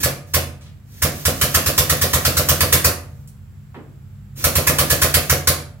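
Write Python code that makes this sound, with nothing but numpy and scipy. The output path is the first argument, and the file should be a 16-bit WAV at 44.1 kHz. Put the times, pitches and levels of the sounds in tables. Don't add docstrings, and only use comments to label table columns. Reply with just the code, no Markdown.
import sys
import numpy as np
from scipy import signal
from scipy.fft import rfft, irfft
from scipy.io import wavfile

SR = 44100
rng = np.random.default_rng(int(sys.argv[2]) if len(sys.argv) > 2 else 0)


def file_out(sig):
    cols = np.atleast_2d(sig).T
    lim = np.clip(cols, -1, 1)
    pcm = np.round(lim * 32767).astype(np.int16)
    wavfile.write(sys.argv[1], SR, pcm)


N = 255780


def amp(db):
    return 10 ** (np.asarray(db) / 20)


def unit(x):
    return x / np.sqrt(np.mean(x ** 2) + 1e-20)


def read(points, hz):
    point_hz, value = np.transpose(points)
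    return np.interp(np.log(hz + 1), np.log(point_hz + 1), value)


def add(mix, s, sound):
    part = mix[max(round(s * SR), 0):][:len(sound)]
    part += sound[:len(part)]


def late(x, s):
    return np.interp(np.arange(N) - s * SR, np.arange(N), x, left=0)


def convolve(x, response):
    return signal.fftconvolve(np.atleast_2d(x), np.atleast_2d(response), axes=1)[:, :N]


def click(points, size=4096):
    hz = abs(np.fft.fftfreq(size, 1 / SR))
    log_gain = np.log(amp(read(points, hz)))
    spectrum = np.exp(np.conj(signal.hilbert(log_gain)))
    h = np.fft.ifft(spectrum).real
    return h / np.linalg.norm(h)


def ring(modes):
    t = np.arange(SR) / SR
    return sum(amp(db - 60 * t / t60) * np.sin(2 * np.pi * hz * t) for hz, db, t60 in modes)


def strike(modes, times, levels_db, scatter, vary_db):
    out = np.zeros(N)
    tones = [ring([mode]) for mode in modes]
    for s, db in zip(times, levels_db):
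        for tone, (delay, vary) in zip(tones, rng.standard_normal((len(tones), 2))):
            add(out, s + scatter * abs(delay), amp(db + vary_db * vary) * tone)
    return out


def drift(rate):
    fade = np.exp(-(np.fft.rfftfreq(N, 1 / SR) / rate) ** 2)
    return unit(irfft(rfft(rng.standard_normal(N)) * fade, N))


# frequency in Hz, likeness from 0 (unrelated) to 1 (the same).
LIKENESS = [(100, 0.85), (400, 0.71), (900, 0.38), (1800, 0.12), (4000, 0.13), (16000, .1)]


def diffuse(size):
    hz = np.fft.rfftfreq(size, 1 / SR)
    a, b = np.exp(2j * np.pi * rng.random((2, len(hz))))
    alike = np.clip(read(LIKENESS, hz), 0, 1)
    mid = np.sqrt((1 + alike) / 2) * a
    side = np.sqrt((1 - alike) / 2) * b
    return hz, np.array([mid + side, mid - side])


# frequency in Hz, level in dB before the swell.
HUM = [(53.8, -47.5), (102.3, -44), (134.6, -45.5), (204.6, -52.5)]
# time in seconds, change in dB.
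HUM_SWELL = [(0, -13), (.7, -3), (3.3, 0), (3.9, -4), (4.25, 1.5), (5.8, -2.5)]
# frequency in Hz, relative level in dB per Hz.
RUMBLE = [(20, -29), (45, -22), (75, -0.5), (90, 6), (115, -13.5), (145, 1), (180, -12.5), (310, -26),
          (600, -34), (1500, -33.5), (4000, -43.5), (10000, -48), (14000, -44)]


def background(rumble_db=-42, waver=0.19, thin_db=-73, thin_hz=7550, thin_width_hz=200):
    t = np.arange(N) / SR
    hum = np.zeros(N)
    for hz, db in HUM:
        loudness = amp(db) * np.sqrt(2) * (1 + waver * drift(8.1))
        phase = 2 * np.pi * (hz * t + rng.random()) + .5 * drift(5.4)
        hum += loudness * np.cos(phase)
    swell = amp(np.interp(t, *np.transpose(HUM_SWELL)))
    hz, noise = diffuse(N)
    rumble = unit(irfft(noise * amp(read(RUMBLE, hz)), N))
    narrow = 1 / (1 + ((hz - thin_hz) / thin_width_hz) ** 2)
    thin_hiss = unit(irfft(diffuse(N)[1] * narrow, N))
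    return hum * swell + amp(rumble_db) * rumble + amp(thin_db) * thin_hiss


# frequency in Hz, width in Hz, relative level in dB.
HOUSING = [(1062.6, 16, 12.5), (1145, 13, 11), (1370, 24, 2), (1502, 30, 3), (1734, 120, -5),
           (1717, 28, 16.5), (1888, 16, 9.5), (2393, 50, 6.5)]


def blow_housing(air):
    return sum(amp(db) * signal.lfilter(*signal.iirpeak(hz, hz / width, SR), air)
               for hz, width, db in HOUSING)


# frequency in Hz, relative level in dB per Hz.
FEED_AIR = [(200, 14), (900, -7), (2200, -2), (3300, -1), (6500, 2.5), (8000, -3), (10500, -3),
            (12500, 5.5), (14000, 4.5), (15800, 1)]
# pressed in seconds, fully shut in seconds,
# relative hiss level in dB when fully down, time to press in seconds,
# time to ease off before it is shut in seconds.
TRIGGER = [(0, 0.056, -24.5, .004, 0.057), (.255, .42, -51.5, .02, 0.11), (0.841, 2.92, -32.5, .62, 0.13),
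           (2.918, 3.32, -61, .02, .13), (4.353, 5.5, -33, .04, 0.37)]


def feed(flutter_db=1.3, flutter_hz=30, housing_db=-12):
    t = np.arange(N) / SR
    flow = np.zeros(N)
    for pressed, shut, db, press_s, ease_s in TRIGGER:
        squeeze = np.minimum((t - pressed) / press_s, (shut - t) / ease_s)
        flow += amp(db) * np.clip(squeeze, 0, 1)
    air = rng.standard_normal(N) * flow * amp(flutter_db * drift(flutter_hz))
    return convolve(air, click(FEED_AIR))[0] + amp(housing_db) * blow_housing(air)


RUNS = [(0.0283, 0.033, 0, .3, 1), (.335, 0.33, .8, -.8, 5), (1.0178, 1.001, 1, .3, 4),
        (1.25, 1.26, .3, -1.5, -3), (1.4105, 1.386, -.5, .6, -3), (1.5405, 2.8408, -.6, -.3, -1),
        (4.4379, 5.0140, 0.52, .1, 1), (5.138, 5.1382, .5, 0, -1), (5.294, 5.318, .5, 0, 0),
        (5.4701, 5.487, -.3, -2.5, 1)]
PERIOD_S = .117
SAG_S = 0.002096
TRAVEL_S, TRAVEL_SCATTER_S = .0328, .0009


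def strokes():
    rows = []
    for first, last, *levels_db in RUNS:
        along = np.linspace(0, 1, round(abs(last - first) / PERIOD_S) + 1)
        times = first + (last - first) * along - SAG_S * np.sin(np.pi * along)
        rows += [(s, *levels_db) for s in times]
    opens, piston_db, air_db, rattle_db = np.transpose(rows)
    lands = opens + TRAVEL_S + TRAVEL_SCATTER_S * rng.standard_normal(len(opens))
    return opens, lands, piston_db, air_db, rattle_db


def uneven(levels_db, spread_db):
    return levels_db + spread_db * rng.standard_normal(len(levels_db))


def blows(times, levels_db):
    out = np.zeros(N)
    for s, db in zip(times, levels_db):
        add(out, s, amp([db]))
    return out


# frequency in Hz, relative level in dB per Hz.
JET = [(100, -2), (300, -8.5), (600, 0.5), (870, -17), (1100, 1.5), (2000, -0.5), (3300, -1), (5600, 1.5),
       (7600, -1.5), (9500, -1), (12000, 3), (15800, 0.5)]


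def exhaust(opens, air_db, rattle_db, jet_db=-11.5, housing_db=-7, tap_db=-36,
            puff_spread_db=0.75, tap_spread_db=2.5, decay_s=0.017, swell_s=0.0042,
            crack_db=4, crack_s=0.0056, tap_delay_s=0.0057, bounce=0.042, sputter_db=2.8):
    puff_db = uneven(air_db, puff_spread_db)
    valve_db = uneven(rattle_db, tap_spread_db)
    t = np.arange(SR // 5) / SR
    emptying = (1 - np.exp(-(t / swell_s) ** 2)) * np.exp(-t / decay_s)
    crack = (t / crack_s) ** 2 * np.exp(1 - (t / crack_s) ** 2)
    flow = emptying / emptying.max() + amp(crack_db) * crack
    puffs = convolve(blows(opens, puff_db), flow)[0]
    burst = puffs * rng.standard_normal(N) * amp(sputter_db * drift(250))
    jet = convolve(burst, click(JET))[0]
    jet = jet + bounce * late(jet, 0.00099)
    blown = blow_housing(burst)
    modes = [(hz, db, np.log(1000) / np.pi / width) for hz, width, db in HOUSING]
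    tapped = strike(modes, opens + tap_delay_s, valve_db, scatter=0.00201, vary_db=3.5)
    return amp(jet_db) * jet, amp(jet_db + housing_db) * blown + amp(tap_db) * tapped


def shove(times, levels_db, delay, hz, width):
    t = np.arange(-SR // 20, SR // 20) / SR
    out = np.zeros(N)
    for s, db in zip(times, levels_db):
        u = t[t + s + delay >= 0]
        swing = -amp(db) * np.cos(2 * np.pi * hz * u) * np.exp(-(u / width) ** 2)
        add(out, s + delay + u[0], swing)
    return out


# frequency in Hz, relative level in dB, time to fall 60 dB in seconds.
BODY = [(68, -32.5, .25), (82, -25, 0.69), (84.03, -2, 0.74), (104.8, -3.5, .25), (135.7, -2, 0.59),
        (147.46, 0, 0.67)]
# seconds after the exhaust opens, frequency in Hz, half length in seconds.
PUSH = (.0238, 82, .013)
# seconds after it lands, frequency in Hz, half length in seconds.
RECOIL = (.0015, 135, .009)


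def thump(opens, lands, strength_db, push_db=-15.5, recoil_db=-20.5, body_db=-27,
          spread_db=0.6, lead_s=0.0063, top_hz=240):
    thump_db = uneven(strength_db, spread_db)
    push = amp(push_db) * shove(opens, thump_db, *PUSH)
    recoil = amp(recoil_db) * shove(lands, thump_db, *RECOIL)
    body = amp(body_db) * strike(BODY, lands - lead_s, thump_db, scatter=0.00065, vary_db=3.5)
    swing = push - recoil + body
    high_cut = 1 / (1 + (np.fft.rfftfreq(N, 1 / SR) / top_hz) ** 4)
    return irfft(rfft(swing) * high_cut, N)


# frequency in Hz, relative level in dB per Hz.
KNOCK = [(60, 4), (200, -12.5), (380, -10), (470, -4.5), (560, 0), (690, -6), (870, -25.5), (1150, -10.5),
         (1800, -19.5), (3000, -16.5), (15000, -35.5)]
# delay in seconds, level in dB against the blow.
ECHOES = [(.0087, -9.5), (0.0104, -6), (.0183, -8), (0.026, -11.5)]
# frequency in Hz, relative level in dB, time to fall 60 dB in seconds.
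FRAME = [(238.5, -3, 0.7), (270.4, 0.5, 0.51), (323, -0.5, 0.57), (361.7, -3, .45), (428, -12.5, .35),
         (508, -6.5, 0.53), (479, -9.5, 0.94), (549, 3, 0.29), (580, -1, 0.58), (643, -8, 1.05),
         (680, -4, 0.42), (730, 0, .55), (893, -18, .9), (1073, -12, 0.45), (1220, -7, 0.59),
         (2590, -5, .45)]


def knock(lands, strength_db, blow_db=8, frame_db=-36, spread_db=0.85):
    knock_db = uneven(strength_db, spread_db)
    blow = amp(blow_db) * convolve(blows(lands, knock_db), click(KNOCK))[0]
    echoes = sum(amp(db) * late(blow, s) for s, db in ECHOES)
    frame = amp(frame_db) * strike(FRAME, lands, knock_db, scatter=0.00057, vary_db=3)
    return blow + echoes, frame


# start in seconds,
# relative level in dB, centre frequency in Hz, spread in octaves, decay in seconds.
SHIFTS = [(0.61, -49, 2430, 1.5, 0.041), (.659, -50, 2520, 0.9, .025), (3.275, -40.5, 11900, 1.3, 0.0086),
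          (3.744, -39, 960, 0.92, 0.024), (3.754, -36, 296, .4, 0.043), (3.903, -48.5, 268, 0.23, 0.0295)]
SETTLE_S, SETTLE_DB = 3.748, -57


def shifts():
    out = np.zeros(N)
    t = np.arange(SR // 2) / SR
    hz = np.fft.rfftfreq(len(t), 1 / SR)
    for s, db, centre_hz, spread, decay in SHIFTS:
        colour = np.exp(-.5 * (np.log2((hz + 1) / centre_hz) / spread) ** 2)
        noise = unit(irfft(rfft(rng.standard_normal(len(t))) * colour, len(t)))
        add(out, s, amp(db) * np.exp(-t / decay) * noise)
    return out + strike(FRAME, [SETTLE_S], [SETTLE_DB], scatter=0.0043, vary_db=2.5)


def direct(x):
    return np.array([late(x, 5 / SR), x])


# frequency in Hz, time to fall 60 dB in seconds.
GARAGE = [(100, 0.55), (500, 0.47), (1200, 0.44), (2700, 0.39), (5500, 0.33), (10000, 0.33), (16000, 0.22)]


def reverberate(x, fixed_share=0.49, early_db=6, early_decay_s=0.0099, build_s=0.005, size=256):
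    def spectra(length):
        return signal.stft(unit(irfft(diffuse(length)[1], length)), SR, nperseg=size)

    hz, t, paths = spectra(SR)
    tail = amp(-60 * t / read(GARAGE, hz)[:, None])
    clutter = 1 + amp(early_db) * np.exp(-t / early_decay_s)
    decay = tail * (1 - np.exp(-t / build_s)) * clutter
    response = signal.istft(paths * decay, SR, nperseg=size)[1][:, :SR]
    echoed = convolve(x, response / np.linalg.norm(response[0]))
    power = abs(signal.stft(x, SR, nperseg=size)[2]) ** 2
    stored = abs(signal.fftconvolve(power, decay ** 2, axes=1))[:, :power.shape[1]]
    wash = signal.istft(spectra(N)[2] * np.sqrt(stored), SR, nperseg=size)[1][:, :N]
    wash = unit(wash) * echoed.std()
    return np.sqrt(fixed_share) * echoed + np.sqrt(1 - fixed_share) * wash


def scene():
    opens, lands, piston_db, air_db, rattle_db = strokes()
    jet, housing = exhaust(opens, air_db, rattle_db)
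    blow, frame = knock(lands, piston_db)
    small = feed() + shifts()
    near = amp(-8.5) * jet + amp(-5.5) * housing + blow + amp(-0.5) * frame + amp(-2) * small
    far = amp(-2.5) * jet + amp(-9.5) * housing + amp(-4) * blow + amp(-12.5) * frame + small
    return direct(near) + reverberate(far) + thump(opens, lands, piston_db) + background()


# frequency in Hz, right over left in dB.
TILT = [(60, 1), (500, 1.5), (1500, 1.2), (3000, 0), (5300, -.3), (6400, 2.5), (8500, 2.5), (12000, 4.5),
        (14000, 3.5), (15800, .5)]


def record(dry, low_hz=46, ceiling=.95, edge_hz=15950):
    hz = np.fft.rfftfreq(N, 1 / SR)
    tilt_db = read(TILT, hz)
    balance = amp(np.array([-tilt_db, tilt_db]) / 2)
    low_cut = 1 - 1 / (1 + (hz / low_hz) ** 8)
    heard = irfft(rfft(dry) * low_cut * balance, N)
    rounded = heard / (1 + (heard / ceiling) ** 8) ** (1 / 8)
    band_limit = signal.firwin(601, edge_hz, window=("kaiser", 8), fs=SR)
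    return signal.oaconvolve(rounded, band_limit[None], "same")


dry = scene()
out = record(dry)
file_out(out)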